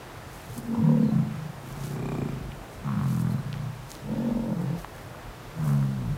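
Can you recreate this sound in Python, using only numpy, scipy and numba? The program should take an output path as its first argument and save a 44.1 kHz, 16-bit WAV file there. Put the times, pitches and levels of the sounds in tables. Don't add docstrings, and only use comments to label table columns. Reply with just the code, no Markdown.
import sys
import numpy as np
from scipy import signal
from scipy.fft import rfft, irfft, next_fast_len
from scipy.io import wavfile
from scipy.ndimage import uniform_filter1d
from numba import njit

SR = 44100
rng = np.random.default_rng(int(sys.argv[2]) if len(sys.argv) > 2 else 0)


def pcm_store(signal):
    levels = np.round(np.clip(np.atleast_2d(signal), -1, 1) * 32767)
    wavfile.write(sys.argv[1], SR, levels.astype(np.int16).T)


def boost(x):
    u = np.asarray(x, float) / 20
    return 10 ** u


N = 272097

# start_s, rate_hz [flaps per s], level_db
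PALATE_FLUTTER = [
    (1.62, 29.1, -60),
    (1.918, 31.6, -14),
    (1.99, 31.6, -4),
    (2.18, 31.6, 1),
    (2.19, 28.6, -3),
    (2.32, 28.6, -7),
    (2.33, 25.5, -10),
    (2.45, 25, -20),
    (2.7, 24, -60),
]


def time():
    return np.arange(N) / SR


def bump(s, rise_s, fall_s):
    return np.maximum((s - time()) / rise_s, (time() - s) / fall_s)


def moments(table):
    return sum(height * np.exp(-bump(s, half_s, half_s) ** 2) for s, half_s, height in table)


def sounding(table):
    s, *columns = np.transpose(table)
    gate = np.interp(time(), [s[0] - .02, s[0], s[-1], s[-1] + .02], [0, 1, 1, 0])
    return gate, [np.interp(time(), s, c) for c in columns]


def steady(x, span_s):
    return x / np.sqrt(uniform_filter1d(x ** 2, int(span_s * SR)) + 1e-12)


@njit
def svf(x, hz, width):
    y, b, l = np.empty(len(x)), 0., 0.
    for i in range(len(x)):
        g = np.tan(np.pi * hz[i] / SR)
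        k = np.pi * width / SR * (1 + g * g) / g
        v = (b + g * (x[i] - l)) / (1 + g * (g + k))
        b, l, y[i] = 2 * v - b, l + 2 * g * v, k * v
    return y


def band(x, hz, width):
    return svf(x + 1e-18, np.clip(hz, 20, .45 * SR) + np.zeros(N), float(width))


def ring(x, hz, width):
    once = band(x, hz, width)
    twice = band(once, hz, 0.51 * width)
    return band(twice, hz, 1.93 * width)


def decay(x, fall_s):
    return signal.lfilter([1], [1, -np.exp(-1 / (fall_s * SR))], x)


def walk(rate):
    k = int(SR / rate)
    held = np.repeat(rng.standard_normal(400), k)[:N]
    return 1.3 * uniform_filter1d(uniform_filter1d(held, k), k)


def colour(x, points):
    hz, db = np.transpose(points)
    size = next_fast_len(N)
    f = np.arange(1, size // 2 + 2) * SR / size
    gain = boost(np.interp(np.log(f), np.log(hz), db))
    y = irfft(rfft(x, size) * gain, size)[:N]
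    return y / np.std(y)


def pulses(hz, rough, jitter, scatter_db):
    at = np.flatnonzero(np.diff(np.floor(np.cumsum(hz) / SR)) > 0)
    chance = rng.standard_normal((200, 2))[:len(at)].T
    place = np.clip(at + jitter * rough[at] * chance[0] * SR / hz[at], 0, N - 2)
    size = boost(scatter_db * rough[at] * chance[1])
    out, whole = np.zeros(N), place.astype(int)
    out[whole] = size * (1 - place + whole)
    out[whole + 1] = size * (place - whole)
    return out


def calling():
    # start_s, pitch_hz [fold pulses], level_db [effort], open_db [throat over chest]
    grunt_1 = [(.53, 46.4, -65, 0), (.584, 46, -28, 12), (.662, 46.87, -34.5, 20), (.774, 46.48, -19.5, 17),
               (.81, 42.7, -25.5, 24), (.845, 38.46, -19, -13.5), (.9, 38.1, -17, 1), (.99, 38.3, -20, 1.5),
               (1.08, 30.6, -20, 10)]
    tail_1 = [(1.1, 30.02, -33, 17), (1.14, 28.25, -22, -2.5), (1.19, 27.45, -21, -7),
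              (1.245, 27.44, -28.5, -4), (1.3, 25.76, -34, -3), (1.368, 26.75, -36.5, -6),
              (1.41, 25.9, -33.5, -38), (1.5, 24.2, -36, -14), (1.62, 24.3, -58, -6)]
    grunt_2 = [(1.62, 29.1, -42.5, -1), (1.724, 30, -40, -10.5), (1.884, 31.3, -32.5, -12),
               (2.044, 31.6, -31.5, -3), (2.134, 31.6, -30.5, -5), (2.212, 28.6, -29.5, 0.5),
               (2.344, 25.4, -35.5, -4.5), (2.59, 24.4, -44, -11), (2.7, 24, -59, -3)]
    grunt_3 = [(2.8, 77.83, -59, 8), (2.851, 75.3, -32.5, -3), (2.877, 69, -27.5, -9),
               (2.919, 62.94, -30.5, 2), (2.96, 54.9, -25, 0), (3.01, 46.67, -26.5, -6),
               (3.099, 42.45, -26, -10), (3.25, 41.18, -23, -18), (3.35, 41.6, -26, -7)]
    tail_3 = [(3.36, 29.26, -24.5, -8), (3.414, 28.6, -34.5, -7), (3.614, 29.54, -31.5, -12.5),
              (3.71, 30.3, -30.5, -22), (3.744, 30.3, -36, -19), (3.83, 29.7, -42, -16),
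              (3.88, 27.4, -68, -20)]
    grunt_4 = [(4.02, 47.02, -43.5, -7.5), (4.117, 45.5, -29, 5.5), (4.199, 46.04, -28, 7.5),
               (4.3, 47.48, -28, 12.5), (4.4, 46.5, -29, 12), (4.47, 44.4, -29.5, 12),
               (4.526, 42.8, -26.5, -2), (4.54, 41.7, -26, 14)]
    tail_4 = [(4.56, 44.1, -31, -1.5), (4.61, 44.8, -28.5, 19), (4.68, 45, -29, -13),
              (4.719, 43, -30.5, 17), (4.749, 41, -27.5, 14), (4.78, 39.4, -40.5, 11),
              (4.82, 36.26, -48, -8)]
    grunt_5 = [(5.53, 81.8, -51, -17), (5.598, 79.4, -28, -18), (5.696, 70.7, -22, -6),
               (5.848, 68.7, -26, -5.5), (5.933, 66.7, -32.5, 3), (6.0, 62.1, -30, -8),
               (6.052, 57.3, -30.5, -6), (6.136, 47.6, -26, -25), (6.17, 50.3, -38, -25)]
    # chest_hz, open_hz [throat], shut_hz [throat], mouth_hz, nose_hz
    airways = [
        (152, 230.3, 204, 480, 950),
        (153.5, 225, 207, 760, 1020),
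        (144.4, 260, 217, 423, 1260),
        (138, 198.5, 197.7, 535, 1110),
        (139.5, 218, 181, 570, 1090),
        (157, 227, 192.5, 564, 912),
        (141.4, 157, 191, 522, 920),
        (136, 202, 219, 575, 1100),
    ]
    # chest_hz, throat_hz, mouth_hz, nose_hz
    widths = [(30.3, 54.5, 102, 270), (46.7, 34, 64, 230), (51.5, 135, 98, 540), (101, 36, 58, 860),
              (51.7, 71, 170, 310), (30.5, 32, 220, 200), (32, 44, 140, 310), (60, 40, 350, 810)]
    branches = [(-17.5, -16, -22, -17.5), (-16, -23.5, -34, -5), (-12.5, -5.5, -34, 13),
                (-36, -27, -14.5, -23.5), (-32, -21, -26.5, 7), (-11.5, -9.5, -21.5, 8),
                (-13.5, -14, -20.5, -7), (-20, -25, -21, -16)]
    # centre_s, half_length_s, level_db
    catches = [
        (0.624, 0.028, -22),
        (0.765, 0.012, -20.5),
        (1.014, 0.013, -4),
        (3.359, 0.0073, -4),
        (4.152, 0.0052, -20),
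        (4.339, 0.0084, -10),
        (4.418, 0.0053, -18),
        (4.547, 0.0094, -14),
    ]
    calls = (grunt_1, tail_1, grunt_2, grunt_3, tail_3, grunt_4, tail_4, grunt_5)
    rough = [roughness()] * len(calls)
    return boost(moments(catches)) * sum(map(grunt, calls, airways, widths, branches, rough))


def roughness():
    # centre_s, half_length_s, added roughness [0-1]
    ragged = [(.7, .14, .14), (1.05, .06, .22), (1.25, .3, .05), (1.72, .22, .22), (2.15, .2, .05),
              (2.55, .2, .26), (2.85, .12, .12), (3.36, .035, .28), (3.95, .13, .27), (4.4, .2, .04),
              (4.58, .04, .1), (5.75, .2, .03), (6.17, .1, .05)]
    return .03 + moments(ragged)


def grunt(table, airway_hz, head, branch_db, rough):
    # centre_s, half_length_s, level_db
    snorts = [
        (.765, 0.028, 16.5),
        (.9, 0.042, 6),
        (2.9, .04, 7.5),
        (3.02, 0.039, 6),
        (4.24, .04, -1),
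        (5.7, 0.077, 3.5),
    ]
    gate, (hz, effort_db, open_db) = sounding(table)
    chest_hz, open_hz, shut_hz, mouth_hz, nose_hz = airway_hz
    chest_width, throat_width, mouth_width, nose_width = head
    sinus_db, mouth_db, nose_db, nose_fade_db = branch_db

    share = 1 / (1 + boost(-2 * open_db))
    slack_db = np.clip(effort_db + 22, -25, 5)
    chest_db = effort_db + 10 * np.log10(1 - share)
    throat_db = effort_db + 10 * np.log10(share)
    mouth_db = effort_db + mouth_db + 0.11 * slack_db + 0.71 * (throat_db - effort_db)
    nose_db = effort_db + nose_db + 0.21 * slack_db + moments(snorts)
    nose_db = nose_db + nose_fade_db * np.clip(time() - table[0][0], 0, 1)

    chest_hz = chest_hz * (1 + 0.0028 * slack_db)
    mouth_hz = mouth_hz * (1 + 0.012 * slack_db)
    throat_hz = shut_hz + (open_hz - shut_hz) / (1 + boost(-open_db))

    flapping, (flap_hz, _) = sounding(PALATE_FLUTTER)
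    pace_hz = np.where(flapping > 0, flap_hz, hz * (gate > 0))
    folds = pulses(pace_hz, rough, jitter=.22, scatter_db=8)
    puff = decay(folds, 0.015) * rng.standard_normal(N)
    voice = folds + 0.053 * rough * puff
    airy = folds + .025 * puff
    layers = [(chest_db, ring(voice, chest_hz, chest_width)),
              (throat_db, ring(voice, throat_hz, throat_width)),
              (throat_db + sinus_db, ring(voice, 302, 106)),
              (mouth_db, ring(airy, mouth_hz, mouth_width)),
              (nose_db, ring(airy, nose_hz, nose_width))]
    return gate * sum(boost(db) * steady(x, 0.0606) for db, x in layers)


def flutter():
    # centre_hz, width_hz, level_db
    palate = [
        (330, 800, 6),
        (620, 650, -1),
        (1130, 200, -5),
        (2390, 280, -5.5),
        (3750, 350, -18),
        (7600, 900, -14),
    ]
    gate, (hz, db) = sounding(PALATE_FLUTTER)
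    slaps = pulses(hz * (gate > 0), np.ones(N), jitter=.01, scatter_db=1.5)
    slaps = slaps + .012 * decay(slaps, .003) * rng.standard_normal(N)
    late = np.roll(slaps, int(.001 * SR))
    rung = 0
    for f, width, level_db in palate:
        struck = late if f > 1000 else slaps
        rung = rung + boost(level_db) * ring(struck, f, width) / np.sqrt(width)
    return gate * boost(db - 40.5) * rung / np.std(rung[gate > 0])


def squeaks():
    # peak_s, pitch_hz [at the peak], level_db [peak]
    whistles = [(.975, 4600, -62), (.982, 2760, -56), (1.0, 4500, -62), (1.015, 2960, -60),
                (1.022, 4164, -60), (1.033, 4605, -59), (1.051, 4160, -53), (1.078, 4100, -54),
                (1.103, 4005, -51), (3.31, 4170, -53), (3.34, 4060, -58), (3.39, 4100, -55)]
    return blips(whistles, 0.0079)


def gulps():
    # peak_s, pitch_hz [at the peak], level_db [peak]
    swallows = [
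        (.8, 108, -29),
        (1.08, 88.1, -36),
        (1.25, 115, -31),
    ]
    return blips(swallows, 0.021)


def blips(table, length_s):
    out = np.zeros(N)
    for s, hz, db in table:
        t = time() - s
        turns = hz * t * (1 + 0.051 * t / (4 * length_s))
        out += boost(db) * np.exp(-(t / length_s) ** 2) * np.sin(2 * np.pi * turns)
    return out


def ticks():
    # start_s, level_db [peak], centre_hz, ring_ms
    clicks = [(.501, -37, 7000, 1), (.543, -31, 8700, 1.6), (.58, -27, 9100, 1.7), (0.753, -39, 2470, 2.3),
              (2.519, -34.5, 2790, 4.6), (3.529, -25, 2940, 0.66), (3.541, -27.5, 1600, 0.46),
              (3.905, -29, 6450, .6), (3.917, -21.5, 5380, 0.81), (3.952, -29, 4400, 0.76),
              (4.792, -42, 5940, .6), (4.846, -22.5, 1020, 0.99), (5.148, -34, 1060, 2.6),
              (5.827, -32, 1175, 2.04)]
    out, t = np.zeros(N), np.arange(1500) / SR
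    for s, db, hz, ring_ms in clicks:
        burst = (.08 * rng.standard_normal(len(t)) + (t == 0)) * np.exp(-1000 * t / ring_ms)
        centre = hz + 0 * t
        for width in (.8 * hz / ring_ms ** .4, 1.1 * hz / ring_ms ** .4, 2. * hz):
            burst = svf(burst, centre, width)
        out[int(s * SR):][:len(t)] += boost(db) * burst / np.abs(burst).max()
    return out


def pen_walls(near):
    # delay_s, level_db
    echoes = [
        (0.029, -14),
        (0.051, -14),
        (.083, -24),
    ]
    return sum(boost(db) * np.interp(time() - s, time(), near, left=0) for s, db in echoes)


def rustle():
    # peak_s, level_db, centre_hz, rise_s, fall_s
    bouts = [(.33, -53.5, 6470, .04, 0.2), (.586, -47, 8700, 0.058, 0.017), (.67, -60, 6600, 0.035, .02),
             (1.7, -54, 5570, 0.086, .1), (1.852, -47, 4940, 0.052, 0.061), (1.945, -57, 6000, 0.061, .015),
             (2.74, -56, 6800, .03, 0.026), (3.112, -48.5, 6480, 0.076, 0.079),
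             (3.215, -50.5, 9400, 0.044, 0.012), (3.322, -54, 8280, 0.032, 0.017),
             (3.912, -48, 5370, 0.026, 0.06), (4.618, -58, 8070, 0.027, .03),
             (4.79, -49.5, 6870, 0.012, 0.05), (4.96, -57, 7100, .025, .12),
             (5.665, -48, 7500, 0.045, 0.13)]
    gain = sum(boost(db - 10 * bump(s, rise_s, fall_s)) for s, db, _, rise_s, fall_s in bouts)
    centre_hz = np.interp(time(), *np.transpose(bouts)[[0, 2]])
    broad, noise, out = snaps(90, spread_db=2.5), rng.standard_normal(N), 0
    for hz in (2300, 3200, 4500, 6300, 8500, 11000, 14000):
        near = boost(-4 * np.log2(hz / centre_hz) ** 2)
        activity = broad + snaps(350, spread_db=2.5) + 0.3
        out = out + near * activity * band(noise, hz, hz / 3)
    return gain * steady(out, 0.075)


def snaps(rate, spread_db):
    size = boost(spread_db * np.minimum(rng.exponential(size=N), 2.5))
    return decay((rng.random(N) < rate / SR) * size, 0.0007)


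def wind():
    # peak_s, level_db [peak], half_length_s
    gusts = [(1.77, -50, 0.086), (2.13, -52, .08), (2.46, -40, 0.078), (2.61, -54, 0.047),
             (2.8, -44, 0.031), (3.59, -51, 0.055), (4.38, -44, .06), (4.86, -48, 0.11), (5.29, -47, .045),
             (5.8, -50, .2), (6.08, -37, .07)]
    buffets = sum(boost(db) * np.exp(-bump(s, half_s, half_s) ** 2) for s, db, half_s in gusts)
    rumble = steady(ring(rng.standard_normal(N), 43.2, 28), 0.26)
    restless = boost(-54 + 3.5 * walk(3.7))
    return rumble * (restless + buffets)


def town():
    # frequency_hz, level_db [per Hz]
    spectrum = [
        (44, -55),
        (75, -1.5),
        (125, 3.5),
        (190, -7),
        (763, -9),
        (1590, -15),
        (2180, -19.5),
        (15500, -41),
    ]
    noise, swell, out = colour(rng.standard_normal(N), spectrum), walk(1.0), 0
    for hz in 80 * 2 ** np.arange(0, 7.8, .5):
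        restless = min(1, (1500 / hz) ** .5)
        flicker = boost(restless * (.5 * swell + 1.9 * walk(9.9)))
        out = out + flicker * band(noise, hz, hz / 2)
    return boost(-42) * out / np.std(out)


def hiss():
    return boost(-58.5) * rng.standard_normal(N)


def scene():
    near = calling() + flutter() + squeaks() + gulps() + ticks()
    return (near + pen_walls(near) + rustle() + wind() + town() + hiss())[None]


def top_cut(x):
    return signal.sosfilt(signal.butter(12, 15730, fs=SR, output="sos"), x)


def record(dry):
    low_pass = signal.ellip(8, .2, 70, 15750, fs=SR, output="sos")
    return top_cut(signal.sosfilt(low_pass, dry))


dry = scene()
out = record(dry)
pcm_store(out)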